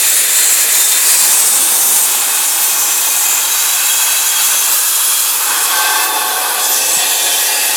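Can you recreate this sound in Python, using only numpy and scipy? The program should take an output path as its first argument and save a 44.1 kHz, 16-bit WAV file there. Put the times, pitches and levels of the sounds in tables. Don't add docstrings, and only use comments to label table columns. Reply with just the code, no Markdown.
import sys
import numpy as np
from scipy import signal
from scipy.io import wavfile

SR = 44100
rng = np.random.default_rng(int(sys.argv[2]) if len(sys.argv) > 2 else 0)


def persist_wave(psi):
    counts = np.round(np.clip(psi, -1, 1) * 32767).astype(np.int16)
    wavfile.write(sys.argv[1], SR, np.atleast_2d(counts).T)


N = 342216
FRAME, HOP = 4096, 1024
TIME = np.arange(N) / SR
FRAME_TIMES = np.arange(N // HOP + 2) * HOP / SR
FREQS = np.maximum(np.fft.rfftfreq(FRAME, 1 / SR), 1)

# roar_db, rush_db, hiss_db, whistle_db, whistle_breath_db
STAGE_LEVELS = [(-36.5, -19, -11.5, -25, -25), (-34, -21.5, -11.5, -25, -31),
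                (-40.5, -21.5, -15.5, -28, -28), (-40.5, -19.5, -14, -28, -30.5),
                (-40.5, -21.5, -14, -27, -30), (-32.5, -15.5, -17, -35, -41),
                (-32.5, -18.5, -15.5, -34.5, -43)]
# time_s, share (0-1)
FADE_TO_SPRAY = [(1.1, 0.04), (1.5, 1)]
FADE_TO_FLOODED = [(1.95, 0.015), (2.2, 0.55), (2.6, 0.68)]
FADE_TO_RINGING = [(3.25, 0), (3.6, 0.88)]
FADE_TO_SETTLED = [(4.45, 0.032), (4.9, 0.93)]
FADE_TO_MOUTH = [(5.3, 0), (5.45, 0.15), (5.62, 0.26), (5.76, 1)]
FADE_TO_NECK = [(6.52, 0.12), (6.66, 0.44), (6.95, 0.92)]
# centre_s, length_s, hiss_change_db
SPURTS = [(0.205, 0.041, 1), (0.272, 0.044, -2), (0.37, 0.049, 2), (.52, 0.14, 1.5), (0.661, 0.044, -2),
          (1.008, 0.049, -0.7), (1.1, 0.046, 2.5), (1.356, 0.32, 1.5), (1.98, 0.1, 1.4), (2.902, .12, 0.5),
          (3.29, 0.089, 0.5), (4.47, .1, 0.5), (5.1, .12, 1.5), (6.965, 0.09, 1.5), (7.313, .06, 0.5),
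          (7.41, 0.069, 0.5)]
# start_s, end_s, ramp_s, roar_change_db, rush_change_db, hiss_change_db
HANDLING = [(4.4, 4.78, .1, 1.5, 0, 0.5), (5.24, 5.46, 0.11, -.5, 0, -1.3),
            (5.484, 5.6, 0.068, 4.5, 2.5, -.5), (6.596, 6.966, 0.055, 1, -2, 0.9)]
NOZZLE_SEATED = (6.08, 6.6, .05, 1.7, -2.5, -1.9)

# frequency_hz, relative_level_db
GAS_COLOUR = [(30, -32), (100, -26), (180, -17.5), (300, -5.5), (520, -0.5), (1400, -0.5), (3200, 2.5),
              (5300, 4.5), (6200, 5.5), (7800, 10.5), (11500, 6), (14200, 1.5), (16500, 0)]
SPRAY_COLOUR = [(30, -31), (100, -27), (190, -6.5), (320, 0.5), (650, 0), (1100, 4), (2000, 0), (4900, 3),
                (6500, 8), (9000, 10.5), (10800, 6), (12800, 5), (14200, -1), (16500, 0)]
LIQUID_COLOUR = [(30, -42), (100, -21), (200, -18), (290, -8), (680, -3), (1100, 2.5), (2000, 1.5),
                 (5300, 1), (6500, 5), (8800, 4), (11500, 5), (13900, 3), (14800, -1), (16500, -7)]
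FLASK_COLOUR = [(30, -42), (100, -22), (200, -14.5), (330, -2.5), (620, -0.5), (1100, -2), (2200, -2),
                (4500, 0.5), (8700, 0.5), (11000, 3), (12400, -1), (13200, -1), (14400, -3.5), (16500, -19)]
# pitch_hz, width_hz, level_over_colour_db
GAS_MODES = [(850, 60, -8), (1860, 560, 4.5), (2480, 210, 6), (3650, 84, 4), (4160, 150, 0),
             (4600, 233, -6), (7200, 810, 1), (9500, 600, 1.5)]
SPRAY_MODES = [(840, 150, 3.5), (2593, 300, -16), (3660, 170, 3.5), (7150, 400, -7), (8900, 800, -3),
               (9700, 300, 2)]
FLOODED_MODES = [(870, 110, 10), (1120, 180, 2.5), (1400, 80, 0), (1600, 130, 4), (2550, 150, 7),
                 (3240, 70, 8.5), (3850, 70, 5), (4300, 120, -2), (6120, 160, -6), (6800, 200, -1),
                 (7270, 300, 7), (8000, 300, 5.5), (8900, 400, -7), (9500, 250, -7), (10250, 250, 1),
                 (10900, 350, 3)]
RINGING_MODES = [(900, 92, 9), (1180, 140, 1.5), (1550, 80, 5.5), (2600, 140, 7), (3300, 160, 3),
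                 (3910, 140, 3), (4635, 120, 5), (5230, 200, -2.5), (5800, 140, -1), (6380, 300, 3),
                 (6830, 200, 6), (7200, 80, 7.5), (7590, 250, 7), (9500, 340, 4), (10400, 350, 3),
                 (11000, 330, 5), (12100, 121, -1)]
SETTLED_MODES = [(935, 97, 3), (1200, 330, 3), (1600, 230, 1.5), (2570, 80, 5.5), (3320, 180, 7),
                 (3990, 160, 4), (4700, 200, 1), (5250, 120, 5), (6240, 200, -3), (6960, 170, 5),
                 (7580, 250, 6), (8300, 400, 3.5), (9100, 200, 0), (9620, 200, 5.5), (10440, 360, 6),
                 (11200, 250, 6.5)]
MOUTH_MODES = [(520, 160, 2.5), (748, 33, 13), (857, 42, 16.5), (972, 55, 10), (1104, 19, 19.5),
               (1156, 34, 13), (1213, 77, 9.5), (1465, 73, 9), (1560, 40, 16.5), (1729, 13, 18),
               (1910, 35, 3.5), (2046, 45, 8.5), (2400, 65, 8), (2590, 30, 14.5), (3250, 110, 4),
               (3490, 120, 10.5), (3910, 36, 6), (4140, 200, 1.5), (4390, 70, 3), (4950, 150, 2),
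               (7700, 300, -8), (10000, 300, -6)]
NECK_MODES = [(535, 170, 6), (733, 47, 8), (860, 75, 9), (1040, 100, -6), (1675, 44, 9.5), (1887, 52, 7.5),
              (2400, 16, 14), (2504, 23, 11), (2600, 23, 13), (2718, 25, 13), (3110, 39, 8),
              (3410, 120, 8.5), (3643, 62, 4), (3770, 40, 5), (4240, 37, 3), (4700, 61, 3.5),
              (5550, 150, 5.5), (6250, 260, 4.5), (7230, 510, 3.5), (7790, 140, 5), (9300, 200, 1),
              (10320, 200, 3)]
# centre_hz, width_hz, gain_db
GAS_NOTCHES = [(770, 140, -8), (5330, 700, -2)]
FLOODED_NOTCHES = [(5400, 1100, -1)]
RINGING_NOTCHES = [(420, 130, -5), (686, 110, -3), (1900, 200, -2.2), (8900, 1500, -0.5)]
SETTLED_NOTCHES = [(1930, 500, -3.5), (745, 110, -8)]
MOUTH_NOTCHES = [(620, 51, -6), (2220, 130, -1)]
NECK_NOTCHES = [(626, 53, -4), (1330, 320, -1.5), (2180, 260, -2)]
# centre_hz, width_hz, gain_db
RIM_NOTCH = [(6200, 3200, -2.5)]
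# start_s, end_s, centre_hz, width_hz, gain_db
SQUEALS = [(-.1, .45, 3620, 110, 5), (.66, 1.02, 3640, 110, 7), (.15, .27, 9870, 250, 7),
           (.98, 1.42, 4750, 300, 6), (.29, .62, 7400, 900, 4), (.7, 1.45, 950, 400, 3.5),
           (.8, 1.45, 1600, 200, 2), (1.253, 1.72, 8300, 1200, 3), (1.5, 1.95, 6100, 500, 1),
           (1.89, 2.1, 9400, 1200, 2), (2.14, 2.32, 7700, 900, 2), (2.5, 2.62, 9250, 300, 5),
           (2.7, 2.97, 5900, 700, 4.5), (2.85, 2.98, 7380, 400, 4.5), (3.1, 3.45, 6700, 1000, 3),
           (2.95, 4.15, 14250, 350, 3), (4.6, 5.45, 14480, 300, 5), (3.38, 4.6, 1520, 220, 2),
           (4.45, 4.68, 6200, 400, 5), (4.45, 4.58, 9700, 250, 5), (5.0, 5.17, 10450, 548, 5.5),
           (5.1, 5.26, 7000, 400, 4), (5.75, 6.6, 3430, 330, 2), (6.58, 6.87, 5350, 900, 4.5),
           (6.58, 6.75, 7500, 2600, 2.5), (6.6, 6.8, 3400, 200, 8), (6.72, 6.98, 6150, 350, 3.5),
           (6.898, 7.038, 7870, 420, 10), (6.857, 7.38, 4330, 130, 2), (6.98, 7.42, 3620, 400, 4.5),
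           (7.46, 7.72, 4780, 300, 5), (7.35, 7.9, 1920, 450, 4), (7.4, 7.9, 2703, 260, 4.5)]
# start_s, end_s, centre_hz, width_hz, gain_db
HOWLS = [(5.32, 5.62, 940, 150, 5.5), (5.7, 6.2, 360, 110, 4.5), (5.387, 5.678, 1600, 1000, 4.5),
         (5.6, 6.83, 940, 650, 3)]
# start_s, end_s, centre_hz, width_hz, gain_db
SHADES = [(-0.1, .35, 950, 550, -3), (-1, .7, 12300, 1100, -1), (0, 0.5, 5700, 900, -2.5),
          (2, 2.2, 1600, 300, -2.5), (1.5, 2.5, 5350, 700, -2), (3, 3.6, 5600, 550, -3.5),
          (4, 3.3, 12700, 900, -2.5), (2.65, 3.9, 9500, 1400, -3), (4.5, 7.3, 8750, 350, -3),
          (4.5, 5.45, 2100, 600, -2.5), (6, 7.2, 2130, 300, -2.5), (6.5, 7.3, 1400, 250, -3.5),
          (6.5, 7.7, 13200, 1400, -2), (6.5, 7.9, 5550, 440, -7), (7.45, 8.6, 3550, 300, -3),
          (7.3, 8.8, 1080, 160, -3)]

# centre_s, length_s, change_db
WHISTLE_SWELLS = [(.35, .12, 4), (.55, .07, 4), (.7, .09, 4), (0.937, .16, -4), (1.41, .06, -9),
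                  (1.84, .15, 7), (2.64, 0.19, 6), (3.02, 0.056, -6), (4.14, .08, -4), (4.46, .08, 9),
                  (4.722, .07, 7), (4.864, .05, 5), (5.08, .13, 7), (5.33, .12, 6), (5.74, .07, 6),
                  (6.06, 0.09, 11), (6.22, .08, -5), (6.38, .1, 9), (6.54, 0.036, 7), (6.72, .09, 17),
                  (6.9, .06, 10), (7.13, .14, 11), (7.43, 0.079, 14), (7.66, .14, 8)]
# start_s, end_s, offset_hz, level_db
WHISTLE_SIDE_TONES = [(1.823, 2.35, 113, -26), (2.999, 4.35, -115, -31), (3.698, 4.35, 113, -31)]
# start_s, end_s, pitch_hz, level_db
FLASK_NOTES = [(5.68, 6.02, 1561, -22), (6.0, 6.62, 1558, -31.5), (5.7, 6.3, 863, -24.5),
               (5.98, 6.5, 748, -26.5)]
# start_s, end_s, pitch_hz, roughness_hz, level_db
EDGE_TONES = [(.32, .47, 4150, 50.2, -28), (0.539, .66, 4160, 45, -30), (.71, 1.0, 4100, 55, -27.5),
              (1.05, 1.29, 4110, 55, -29), (2.65, 3.25, 6140, 65, -29.5), (2.95, 3.36, 2545, 45, -31.5),
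              (3.237, 3.396, 7220, 50, -23), (3.4, 4.02, 3910, 54.9, -29), (3.75, 4.078, 2590, 69.7, -30.5),
              (3.88, 4.4, 3290, 55, -28.5), (4.4, 4.68, 3340, 49.9, -27.5), (3.98, 4.3, 4100, 45, -32.5),
              (4.119, 4.58, 3910, 35, -34), (5.051, 5.33, 3330, 40, -29), (5.08, 5.29, 4070, 49.8, -33),
              (6.72, 7.04, 5550, 110, -29), (7.18, 7.52, 5620, 100.4, -26.5)]


def jet(roar_top_hz=680, rush_top_hz=5000, level_top_hz=12500):
    power = gas_path() * yard_echoes() ** 2
    noise = rng.standard_normal((len(FRAME_TIMES) - 1) * HOP)
    turbulence = signal.stft(noise, nperseg=FRAME, noverlap=FRAME - HOP)[2]
    roar_db, rush_db, hiss_db = flow_levels()
    eddies = [(below(roar_top_hz), roar_db + .65 * wander(12)),
              (below(rush_top_hz) - below(roar_top_hz), rush_db + .59 * wander(20)),
              (1 - below(rush_top_hz), hiss_db + .5 * wander(20))]
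    out = 0
    for band, db in eddies:
        band_power = (band ** 2 * below(level_top_hz)) @ power / len(FREQS)
        spectrum = turbulence * band[:, None] * np.sqrt(power / band_power)
        sound = signal.istft(spectrum, nperseg=FRAME, noverlap=FRAME - HOP)[1]
        out = out + undb(db) * sound[:N]
    return out


def flow_levels(rush_share=.29):
    levels = staged(np.array(STAGE_LEVELS)[:, :3, None])
    for start, end, ramp, *shift_db in HANDLING + [NOZZLE_SEATED]:
        levels = levels + np.outer(shift_db, gate(start, end, ramp, TIME))
    spurt_db = sum(db * bell(TIME, at, length) for at, length, db in SPURTS)
    roar_db, rush_db, hiss_db = levels
    return roar_db, rush_db + rush_share * spurt_db, hiss_db + spurt_db


def gas_path(drift=.0042):
    stages = [cavity(GAS_COLOUR, GAS_MODES, GAS_NOTCHES),
              cavity(SPRAY_COLOUR, SPRAY_MODES),
              cavity(LIQUID_COLOUR, FLOODED_MODES, FLOODED_NOTCHES),
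              cavity(LIQUID_COLOUR, RINGING_MODES, RINGING_NOTCHES),
              cavity(LIQUID_COLOUR, SETTLED_MODES, SETTLED_NOTCHES),
              cavity(FLASK_COLOUR, MOUTH_MODES, MOUTH_NOTCHES, waver_db=1.4),
              cavity(FLASK_COLOUR, NECK_MODES, NECK_NOTCHES)]
    power = staged(stages, FRAME_TIMES)
    tuning = 1 + drift * wander(1.993, FRAME_TIMES)
    retuned = [np.interp(FREQS / stretch, FREQS, frame) for stretch, frame in zip(tuning, power.T)]
    squeal_db = passing_bands(SQUEALS, sputter=.26)
    howl_and_shade_db = passing_bands(HOWLS + SHADES, sputter=0)
    rim_db = notch_db(RIM_NOTCH) * gate(*NOZZLE_SEATED[:3], FRAME_TIMES)
    return np.transpose(retuned) * undb(squeal_db + howl_and_shade_db + rim_db) ** 2


def cavity(colour, modes, notches=(), waver_db=1.5, waver_hz=3):
    colour_hz, colour_db = np.transpose(colour)
    broad = undb(np.interp(np.log(FREQS), np.log(colour_hz), colour_db)) ** 2
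    centre, width, rise_db = np.transpose(modes)[:, :, None]
    peaks = 1 / (1 + 2 * ((FREQS - centre) / width) ** 2) ** 2
    waver = np.array([wander(waver_hz, FRAME_TIMES) for _ in modes])
    strength = undb(rise_db + waver_db * waver) ** 2
    power = (peaks * broad).T @ strength + broad[:, None]
    return power * undb(notch_db(notches)) ** 2


def notch_db(notches):
    dips = (db * bell(FREQS, hz, width) for hz, width, db in notches)
    return sum(dips, np.zeros_like(FREQS))[:, None]


def passing_bands(rows, sputter, sputter_hz=7):
    humps = [db * bell(FREQS, hz, width) for _, _, hz, width, db in rows]
    swells = [arch(start, end, FRAME_TIMES) * (1 + sputter * wander(sputter_hz, FRAME_TIMES))
              for start, end, *_ in rows]
    return np.transpose(humps) @ np.array(swells)


def valve_whistle(jitter_hz=7, drift_hz=14, waver_db=2, breath_hz=130):
    phase = phase_of(whistle_pitch() + drift_hz * wander(2.7) + jitter_hz * wander(38))
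    tone_db, breath_db = staged(np.array(STAGE_LEVELS)[:, 3:, None])
    swell_db = sum(db * bell(TIME, at, length) for at, length, db in WHISTLE_SWELLS)
    tone = np.sqrt(2) * np.sin(phase) * undb(tone_db + swell_db + waver_db * wander(10))
    breath = narrow_noise(phase, breath_hz) * undb(breath_db)
    for start, end, offset_hz, db in WHISTLE_SIDE_TONES:
        envelope = arch(start, end, TIME) * undb(db + waver_db * wander(11))
        tone = tone + envelope * np.sin(phase + 2 * np.pi * offset_hz * TIME)
    return tone + breath


def whistle_pitch(start_hz=13090, climb_hz=1230, climb_from_s=1.5, climb_s=2,
                  sag_from_s=6.3, sag_hz_per_s=218):
    climb_age = np.maximum(TIME - climb_from_s, 0)
    climbed = 1 - np.exp(-(climb_age / climb_s) ** 1.5)
    return start_hz + climb_hz * climbed - sag_hz_per_s * np.maximum(TIME - sag_from_s, 0)


def flask_notes(jitter_hz=8, waver_db=2.2):
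    out = 0
    for start, end, hz, db in FLASK_NOTES:
        phase = phase_of(hz + jitter_hz * wander(30))
        envelope = arch(start, end, TIME) * undb(db + waver_db * wander(15))
        out = out + np.sqrt(2) * np.sin(phase) * envelope
    return out


def edge_tones(sway_hz=22, flutter_db=1.5, ramp_s=.05):
    out = np.zeros(N)
    for start, end, hz, rough_hz, db in EDGE_TONES:
        envelope = gate(start, end, ramp_s, TIME)
        sounding = envelope > 0
        at = TIME[sounding]
        phase = phase_of(hz + sway_hz * wander(6, at))
        tone = narrow_noise(phase, rough_hz, at)
        out[sounding] += tone * envelope[sounding] * undb(db + flutter_db * wander(8, at))
    return out


def nozzle_knock(start_s=6.968, pitch_hz=188, decay_s=.0034, drive_db=-20, low_cut_hz=120):
    age = np.clip(TIME - start_s, 0, 1)
    ring = undb(drive_db) * np.exp(-age / decay_s) * np.sin(2 * np.pi * pitch_hz * age)
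    return signal.sosfilt(signal.butter(4, low_cut_hz, "high", fs=SR, output="sos"), ring)


def yard_echoes(ripple_db=1.76, sway_s=.000131, scatter_hz=3500, count=9):
    comb = 0
    for delay_s in np.geomspace(.0025, .03, count):
        lag_s = delay_s * rng.uniform(.85, 1.15) + sway_s * wander(.6, FRAME_TIMES)
        comb = comb + np.cos(2 * np.pi * np.outer(FREQS, lag_s))
    reflected_share = FREQS / np.hypot(FREQS, scatter_hz)
    return undb(ripple_db * comb * reflected_share[:, None])


def staged(values, at=TIME):
    fades = [FADE_TO_SPRAY, FADE_TO_FLOODED, FADE_TO_RINGING,
             FADE_TO_SETTLED, FADE_TO_MOUTH, FADE_TO_NECK]
    out = values[0]
    for fade, value in zip(fades, values[1:]):
        share = np.interp(at, *np.transpose(fade))
        out = out + share * (value - out)
    return out


def narrow_noise(phase, spread_hz, at=TIME):
    return wander(spread_hz, at) * np.sin(phase) + wander(spread_hz, at) * np.cos(phase)


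def wander(hz, at=TIME):
    knots = rng.standard_normal(4096)
    return np.sqrt(3 / 2) * np.interp(at * 2 * hz, np.arange(len(knots)), knots)


def phase_of(pitch_hz):
    return 2 * np.pi * np.cumsum(pitch_hz) / SR


def arch(start, end, at):
    progress = np.clip((at - start) / (end - start), 0, 1)
    return np.sqrt(np.abs(np.sin(np.pi * progress)))


def gate(start, end, ramp, at):
    return np.clip(np.minimum(at - start, end - at) / ramp + .5, 0, 1)


def bell(x, centre, width):
    return np.exp(-2 * ((x - centre) / width) ** 2)


def below(hz):
    return 1 / (1 + (FREQS / hz) ** 30)


def undb(db):
    return 10 ** (np.asarray(db) / 20)


def scene():
    return (jet() + valve_whistle() + flask_notes() + edge_tones() + nozzle_knock())[None]


def record(dry):
    high_cut = signal.ellip(10, .1, 70, 16900, fs=SR, output="sos")
    return signal.sosfilt(high_cut, np.clip(dry, -1, 1))


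dry = scene()
out = record(dry)
persist_wave(out)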